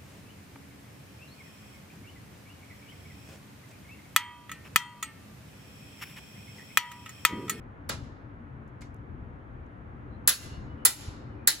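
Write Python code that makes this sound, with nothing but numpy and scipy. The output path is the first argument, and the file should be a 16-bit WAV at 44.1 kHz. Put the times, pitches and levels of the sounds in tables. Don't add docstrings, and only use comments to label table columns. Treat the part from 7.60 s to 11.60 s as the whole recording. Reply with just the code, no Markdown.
import sys
import numpy as np
from scipy import signal
from scipy.fft import rfft, irfft
from scipy.io import wavfile
from scipy.ndimage import uniform_filter1d, minimum_filter1d, map_coordinates

SR = 44100
rng = np.random.default_rng(int(sys.argv[2]) if len(sys.argv) > 2 else 0)


def persist_wave(psi):
    counts = np.round(np.clip(psi, -1, 1) * 32767).astype(np.int16)
    wavfile.write(sys.argv[1], SR, np.atleast_2d(counts).T)


N = 176400
T = np.arange(N) / SR
FREQS = np.maximum(np.fft.rfftfreq(N, 1 / SR), 1)

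# frequency in Hz, relative level in dB.
TRAFFIC_EQ = [(20, -31.5), (30, -11), (50, 0), (115, 1), (185, -7.5), (240, -6.5), (400, -15), (650, -20.5),
              (1300, -23), (2000, -30), (3200, -43), (5000, -60), (8000, -64), (11000, -63.5), (16000, -85)]
# time in seconds, level in dB.
TRAFFIC_RIDE = [(0, -45), (.9, -45.5), (1.6, -45.5), (2.4, -44.5), (3.2, -43), (4, -44.5)]
# pitch in Hz, width in Hz, mid-scene level in dB, rise in dB per second.
ENGINE_DRONES = [(109, 9, -59, 0.5), (130, 4.3, -59, 0.5), (228, 12, -59.5, 1.5), (286.6, 24, -60, 1.5),
                 (312, 45, -66.5, 5), (384.7, 28, -72.5, 6.5), (511, 45, -69, 5.5)]
# frequency in Hz, left-right correlation.
TRAFFIC_IMAGE = [(60, .85), (290, .88), (480, 0.11), (700, -0.1), (1000, -.3), (1800, -0.41), (3000, 0.32)]
CLASH_IMAGE = [(200, .8), (900, 0.67), (2000, 0.15), (3500, 0.18), (6000, 0)]
# start in seconds, level in dB, centre in Hz, T60 in seconds.
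BUCKLE_TICKS = [(1.076, -73.5, 6800, .08), (1.3447, -56, 8600, 0.0063), (1.363, -74, 7000, .03),
                (2.064, -70, 5500, 0.013)]
# peak time in seconds, level in dB, centre in Hz, width in Hz,
# half length in seconds.
BLADE_SWISHES = [(2.54, -75, 4050, 250, 0.038), (3.214, -68, 2950, 150, .035),
                 (3.813, -64.5, 2420, 150, 0.043)]
# frequency in Hz, relative level in dB, T60 in seconds.
GUARD_MODES = [(980, -53, .08), (2150, -46.5, .08), (2350, -50.5, 0.085), (2600, -58, 0.077)]
RING_MODES = [(605, -28, .2), (922, -21, .13), (1235, -20.5, .12), (1420, -14, 0.12), (1620, -12, .14),
              (1835, -11.5, .13), (1976, -10, .13), (2340, -19, .13), (2545, -18, .12), (3510, -12, .16),
              (3700, -10, .11), (3750, -11, 0.16), (4120, -10, 0.14), (4200, -7, .12), (4373, -14, .2),
              (4513, -12, .11), (4780, -12.5, 0.18), (5460, -11.5, 0.099), (6430, -8.5, .13),
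              (7186, -6, .08), (7390, 0.5, .08), (7477, -5.5, .09), (8150, -4.5, .07), (7800, -2, .06),
              (9800, -3.5, 0.11), (9370, -7, 0.13), (10400, -3, 0.071), (10964, -4.5, .1), (11536, -4, .09)]
SINGING_MODES = [(2051, -42, 1.2), (2772, -36.5, 1.6), (2950, -44, 2), (3500, -46, 0.98),
                 (4377, -19.5, .42), (5700, -34.5, 0.43), (6700, -27.5, .5)]
# frequency in Hz, relative level in dB.
ECHO_EQ = [(300, -11.5), (1500, -4), (2700, 0.5), (4300, 0), (7500, -3), (11000, -8.5), (16000, -27)]
SCATTER_EQ = [(150, -13.5), (330, -5), (560, -4.5), (760, -10), (1200, -3), (1700, -1), (2700, -1),
              (4300, 2), (6300, -0.5), (8500, 1.5), (11500, -3.5), (16000, -15.5)]
CRACK_EQ = [(150, -13.5), (600, -18), (1600, 0), (2700, -18.5), (4300, -2.5), (6000, -5), (8000, 4.5),
            (11500, 2.5), (16000, -1.5)]
# frequency in Hz, T60 in seconds.
ECHO_DECAY = [(1000, 1.1), (2200, 0.55), (4000, 0.74), (6100, 0.52), (9000, 0.42), (15000, 0.18)]
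# clash time in seconds, centre in Hz, width in Hz, boost in dB.
GUARD_CLANGS = [(0.2913, 634, 55, 9.5), (0.2913, 940, 90, 4.5), (0.2913, 1276, 110, 4.5),
                (0.2913, 1700, 90, 1.5), (2.6751, 1200, 55, 8.5), (2.6751, 4020, 170, 3.5),
                (2.6751, 1630, 250, 6), (2.6751, 5580, 120, 5.5), (3.2512, 884, 130, 11),
                (3.2512, 1412, 90, 6.5), (3.2512, 2030, 130, 2.5), (3.2512, 7280, 160, 4),
                (3.8735, 300, 35, 12.5), (3.8735, 913, 80, 6), (3.8735, 4170, 200, 1.5),
                (3.8735, 1857, 272, 6), (3.8735, 7860, 99, 8)]
# time in seconds, weight within its clash in dB.
BLADE_REBOUNDS = [(0.2941, 7), (0.302, -8), (1.2170, 3), (2.6770, 3.5), (2.6818, -3.5), (2.6917, -2.5),
                  (3.254, 4), (3.2566, 5), (3.2595, 2.5), (3.8751, 7.5), (3.8803, -0.5), (3.8850, -1),
                  (3.9030, -11)]
# start in seconds, level in dB, bass, treble and ring trims in dB, place on the
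# blade from 0 to 1, then scatter, echo, bite and singing trims in dB.
SABRE_CLASHES = [(0.291, -12.5, 12.5, -13.5, -6.5, 0.14, 1.5, -7, 0.5, -13),
                 (1.2090, -33.5, 5, -22, 0.5, 1, 2.5, -6, -3, -12),
                 (2.675, 3.5, -2.5, 3, 3, .603, 3.5, -7, -0.5, 0),
                 (3.2511, 6.5, -2, 3.5, 0.5, .468, 1, -7, 0, -14.5),
                 (3.8734, 6.5, -4, 0.5, 0, .705, 0, -5.5, 3, -9)]

SWELL_DB, SWELLS_PER_S, BASS_LEFT_DB = 2.336, 8, 3.5
STEP_S, STEP_HZ, STEP_WIDTH_S, STEP_DB = 3.486, 84, 0.0055, -25.5
CLINK_S, CLINK_RISE_S = 1.218, .003
ECHO_DB, ECHO_BUILD_S, ECHO_BUILD_POWER = -44, 0.16, .3
SCATTER_DB, SCATTER_RISE_S, SCATTER_T60_S = -19.5, 0.0096, 0.22
WAVER_HZ, WAVER_DB, WAVERS_PER_S = 24, 8, 16
RING_DB, BEND_HZ, MODE_BLUR_HZ = -22, 6, 15
NODE_SHARE = 0.27
CLUSTER_DB, CLUSTER_SPACING_HZ, CLUSTER_FULL_HZ = 5.76, 100, 2500
BITE_HZ, BITE_OCTAVES = 4300, 0.34
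CRACK_DB, CRACK_T60_S, SNAP_DB, SNAP_T60_S = -8, .035, -9, 0.0028
LIMIT_DB, LIMIT_HOLD_S, LIMIT_RELEASE_DB_PER_S = -10, 0.097, 78
SPLIT_HZ, OPPOSED_HZ, PORT_LAG_S, TOP_HZ = 6900, 8650, .000206, 15900


def undb(db):
    return 10 ** (np.asarray(db) / 20)


def curve(points):
    hz, value = np.array(points, float).T
    return np.interp(np.log(FREQS), np.log(hz), value)


def band(hz, width):
    return 1 / (1 + (2 * (FREQS - hz) / width) ** 2)


def shape(x, gain):
    return irfft(rfft(x) * gain, N)


def noise(gain, image=0):
    image = np.clip(image, -.98, .98)
    gain = gain / np.sqrt(np.mean(gain ** 2))
    mid, side = (shape(rng.standard_normal(N), gain * np.sqrt((1 + sign * image) / 2))
                 for sign in (1, -1))
    return np.array([mid + side, mid - side])


def fade(age, t60):
    return (age >= 0) * np.exp(-np.log(1000) * np.clip(age / t60, 0, 10))


def wander(count, size):
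    points = rng.standard_normal(2048)
    return map_coordinates(points, [np.linspace(0, count, size)], order=3, mode="wrap")


def limiter(x):
    power = uniform_filter1d(np.mean(x ** 2, axis=0), size=132)
    over_db = np.maximum(10 * np.log10(np.maximum(power, 1e-12)) - LIMIT_DB, 0)
    half = int(LIMIT_HOLD_S * SR / 2)
    held = -minimum_filter1d(-over_db, 2 * half + 1, origin=half, mode="constant")
    release = LIMIT_RELEASE_DB_PER_S * T
    cut_db = np.maximum.accumulate(held + release) - release
    return x * undb(-uniform_filter1d(cut_db, size=88))


def traffic():
    image = curve(TRAFFIC_IMAGE)
    ride = undb(np.interp(T, *np.array(TRAFFIC_RIDE).T))
    roar = ride * noise(undb(curve(TRAFFIC_EQ)) / np.sqrt(1 + np.clip(image, -.5, 1)), image)
    bass = shape(roar, 1 / (1 + (FREQS / 300) ** 4))
    roar = roar - bass + bass * undb(SWELL_DB * wander(SWELLS_PER_S * N / SR, N))
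    engines = sum(undb(db + rise * (T - T.mean())) * noise(band(hz, width), image)
                  for hz, width, db, rise in ENGINE_DRONES)
    lean_db = BASS_LEFT_DB / (1 + (FREQS / 900) ** 2)
    return shape(roar + engines, undb(np.array([lean_db, -lean_db]) / 2))


def footfall():
    age = T - STEP_S
    return undb(STEP_DB) * np.cos(2 * np.pi * STEP_HZ * age) * np.exp(-(age / STEP_WIDTH_S) ** 2)


def gear():
    age = np.maximum(T - CLINK_S, 0)
    clink = sum(undb(db) * fade(age, t60) * np.sin(2 * np.pi * hz * age) for hz, db, t60 in GUARD_MODES)
    attack = 1 - np.exp(-age / CLINK_RISE_S)
    ticks = sum(undb(db) * fade(T - start, t60) * noise(1 / (1 + (2 * np.log2(FREQS / hz)) ** 2))
                for start, db, hz, t60 in BUCKLE_TICKS)
    return attack * clink + ticks


def swishes():
    return sum(undb(db) * np.exp(-((T - peak) / half_length) ** 2) * noise(band(hz, width))
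               for peak, db, hz, width, half_length in BLADE_SWISHES)


def far_echo(age, hiss):
    out, spectrum = 0, rfft(hiss)
    hz = np.fft.rfftfreq(len(age), 1 / SR)
    edges_hz = [0, 1500, 2500, 3500, 4500, 5500, 6500, 7500, 9000, 10500, 12500, SR / 2]
    build = np.clip(age / ECHO_BUILD_S, 0, 1) ** ECHO_BUILD_POWER
    for lo, hi in zip(edges_hz, edges_hz[1:]):
        t60 = np.interp(np.sqrt(max(lo, hi / 2) * hi), *np.array(ECHO_DECAY).T)
        env = build * fade(np.maximum(age - ECHO_BUILD_S, 0), t60)
        out = out + env * irfft(spectrum * ((hz >= lo) & (hz < hi)), len(age))
    return out


def near_scatter(age, hiss):
    return (1 - np.exp(-age / SCATTER_RISE_S)) * fade(age, SCATTER_T60_S) * hiss


def singing(age):
    out, turns = 0, WAVERS_PER_S * len(age) / SR
    for hz, db, t60 in SINGING_MODES:
        pitch = hz + WAVER_HZ * wander(turns, len(age))
        phase = np.cumsum(pitch) / SR + rng.random((2, 1)) / 2
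        env = undb(db + WAVER_DB * wander(turns, len(age))) * fade(age, t60)
        out = out + env * np.sin(2 * np.pi * phase)
    return out


def ring(age, contacts, place, colour):
    out = np.zeros((2, len(age)))
    for hz, db, t60 in RING_MODES:
        motion = NODE_SHARE + abs(np.sin(np.pi * place * np.sqrt(hz / BEND_HZ)))
        gain = undb(db) * np.interp(hz, FREQS, colour) * motion
        env = np.sqrt(sum((size * fade(age - at, t60)) ** 2 for at, size in contacts))
        blur = np.cumsum(rng.standard_normal(len(age))) * np.sqrt(MODE_BLUR_HZ / (2 * np.pi * SR))
        phase = rng.random() + min(hz / 8000, 1) * rng.random((2, 1))
        out += gain * env * np.sin(2 * np.pi * (hz * age + blur + phase))
    return out


def mode_clusters():
    ripple = np.clip(wander(SR / 2 / CLUSTER_SPACING_HZ, len(FREQS)), -1.25, 1.25)
    lumps = undb(CLUSTER_DB * np.minimum(FREQS / CLUSTER_FULL_HZ, 1) * ripple)
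    return lumps / np.sqrt(uniform_filter1d(lumps ** 2, size=2000))


def clash_colour(start, bass_db, treble_db, bite_db):
    shelves = bass_db / (1 + (FREQS / 1800) ** 2) + treble_db / (1 + (9500 / FREQS) ** 6)
    clangs = sum(db * np.exp(-((FREQS - centre) / width) ** 2)
                 for at, centre, width, db in GUARD_CLANGS if abs(at - start) < .1)
    bite = bite_db * np.exp(-(np.log2(FREQS / BITE_HZ) / BITE_OCTAVES) ** 2)
    return undb(shelves + clangs + bite)


def disperse(x):
    size = 2 * x.shape[-1]
    hz = np.fft.rfftfreq(size, 1 / SR)
    slowness = np.sqrt(1000 / np.maximum(hz, 400))
    lag_s = .003 * np.maximum(slowness - np.sqrt(.1), 0)
    phase = np.cumsum(lag_s) * hz[1]
    return irfft(rfft(x, size) * np.exp(-2j * np.pi * phase), size)[:, :size // 2]


def chatter(start):
    rebounds = [(max(at - start, 0), undb(db)) for at, db in BLADE_REBOUNDS if abs(at - start) < .1]
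    contacts = [(0, 0.68)] + rebounds
    total = np.sqrt(sum(size ** 2 for _, size in contacts))
    return [(at, size / total) for at, size in contacts]


def crack(age, contacts, hiss):
    power = 0
    for at, size in contacts:
        burst = undb(CRACK_DB) * fade(age - at, CRACK_T60_S) + undb(SNAP_DB) * fade(age - at, SNAP_T60_S)
        power = power + (size * burst) ** 2
    return np.sqrt(power) * hiss


def sabres():
    out = np.zeros((2, N + SR))
    age, image = T[:SR], curve(CLASH_IMAGE)
    hisses = [noise(undb(curve(eq)), image) for eq in (CRACK_EQ, SCATTER_EQ, ECHO_EQ)]
    for start, db, bass_db, treble_db, ring_db, place, near_db, far_db, bite_db, sing_db in SABRE_CLASHES:
        contacts = chatter(start)
        colour = clash_colour(start, bass_db, treble_db, bite_db)
        lumps = mode_clusters()
        cut = rng.integers(N - SR)
        crack_hiss, near_hiss, far_hiss = (shape(hiss, colour * lumps ** depth)[:, cut:cut + SR]
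                                           for hiss, depth in zip(hisses, (1.3, 1, .5)))
        steel = undb(RING_DB + ring_db) * ring(age, contacts, place, colour)
        steel += undb(RING_DB + sing_db) * singing(age)
        direct = disperse(crack(age, contacts, crack_hiss) + steel)
        near = undb(SCATTER_DB + near_db) * near_scatter(age, near_hiss)
        far = undb(ECHO_DB + far_db) * far_echo(age, far_hiss)
        i = int(start * SR)
        out[:, i:i + SR] += undb(db) * (direct + near + far)
    return out[:, :N]


def scene():
    return sabres() + swishes() + gear() + footfall() + traffic()


def record(dry):
    size = 2 * N
    hz = np.fft.rfftfreq(size, 1 / SR)
    left, right = rfft(dry, size)
    crossfade = np.pi / 2 / (1 + (SPLIT_HZ / np.maximum(hz, 1)) ** 20)
    shifted_left = -left * np.exp(2j * np.pi * (hz - OPPOSED_HZ) * PORT_LAG_S)
    right = np.cos(crossfade) * right + np.sin(crossfade) * shifted_left
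    wide = irfft(np.array([left, right]), size)[:, :N]
    limited = np.clip(limiter(wide), -1, 1)
    return signal.sosfilt(signal.ellip(10, .2, 90, TOP_HZ, fs=SR, output="sos"), limited)


dry = scene()
out = record(dry)
persist_wave(out)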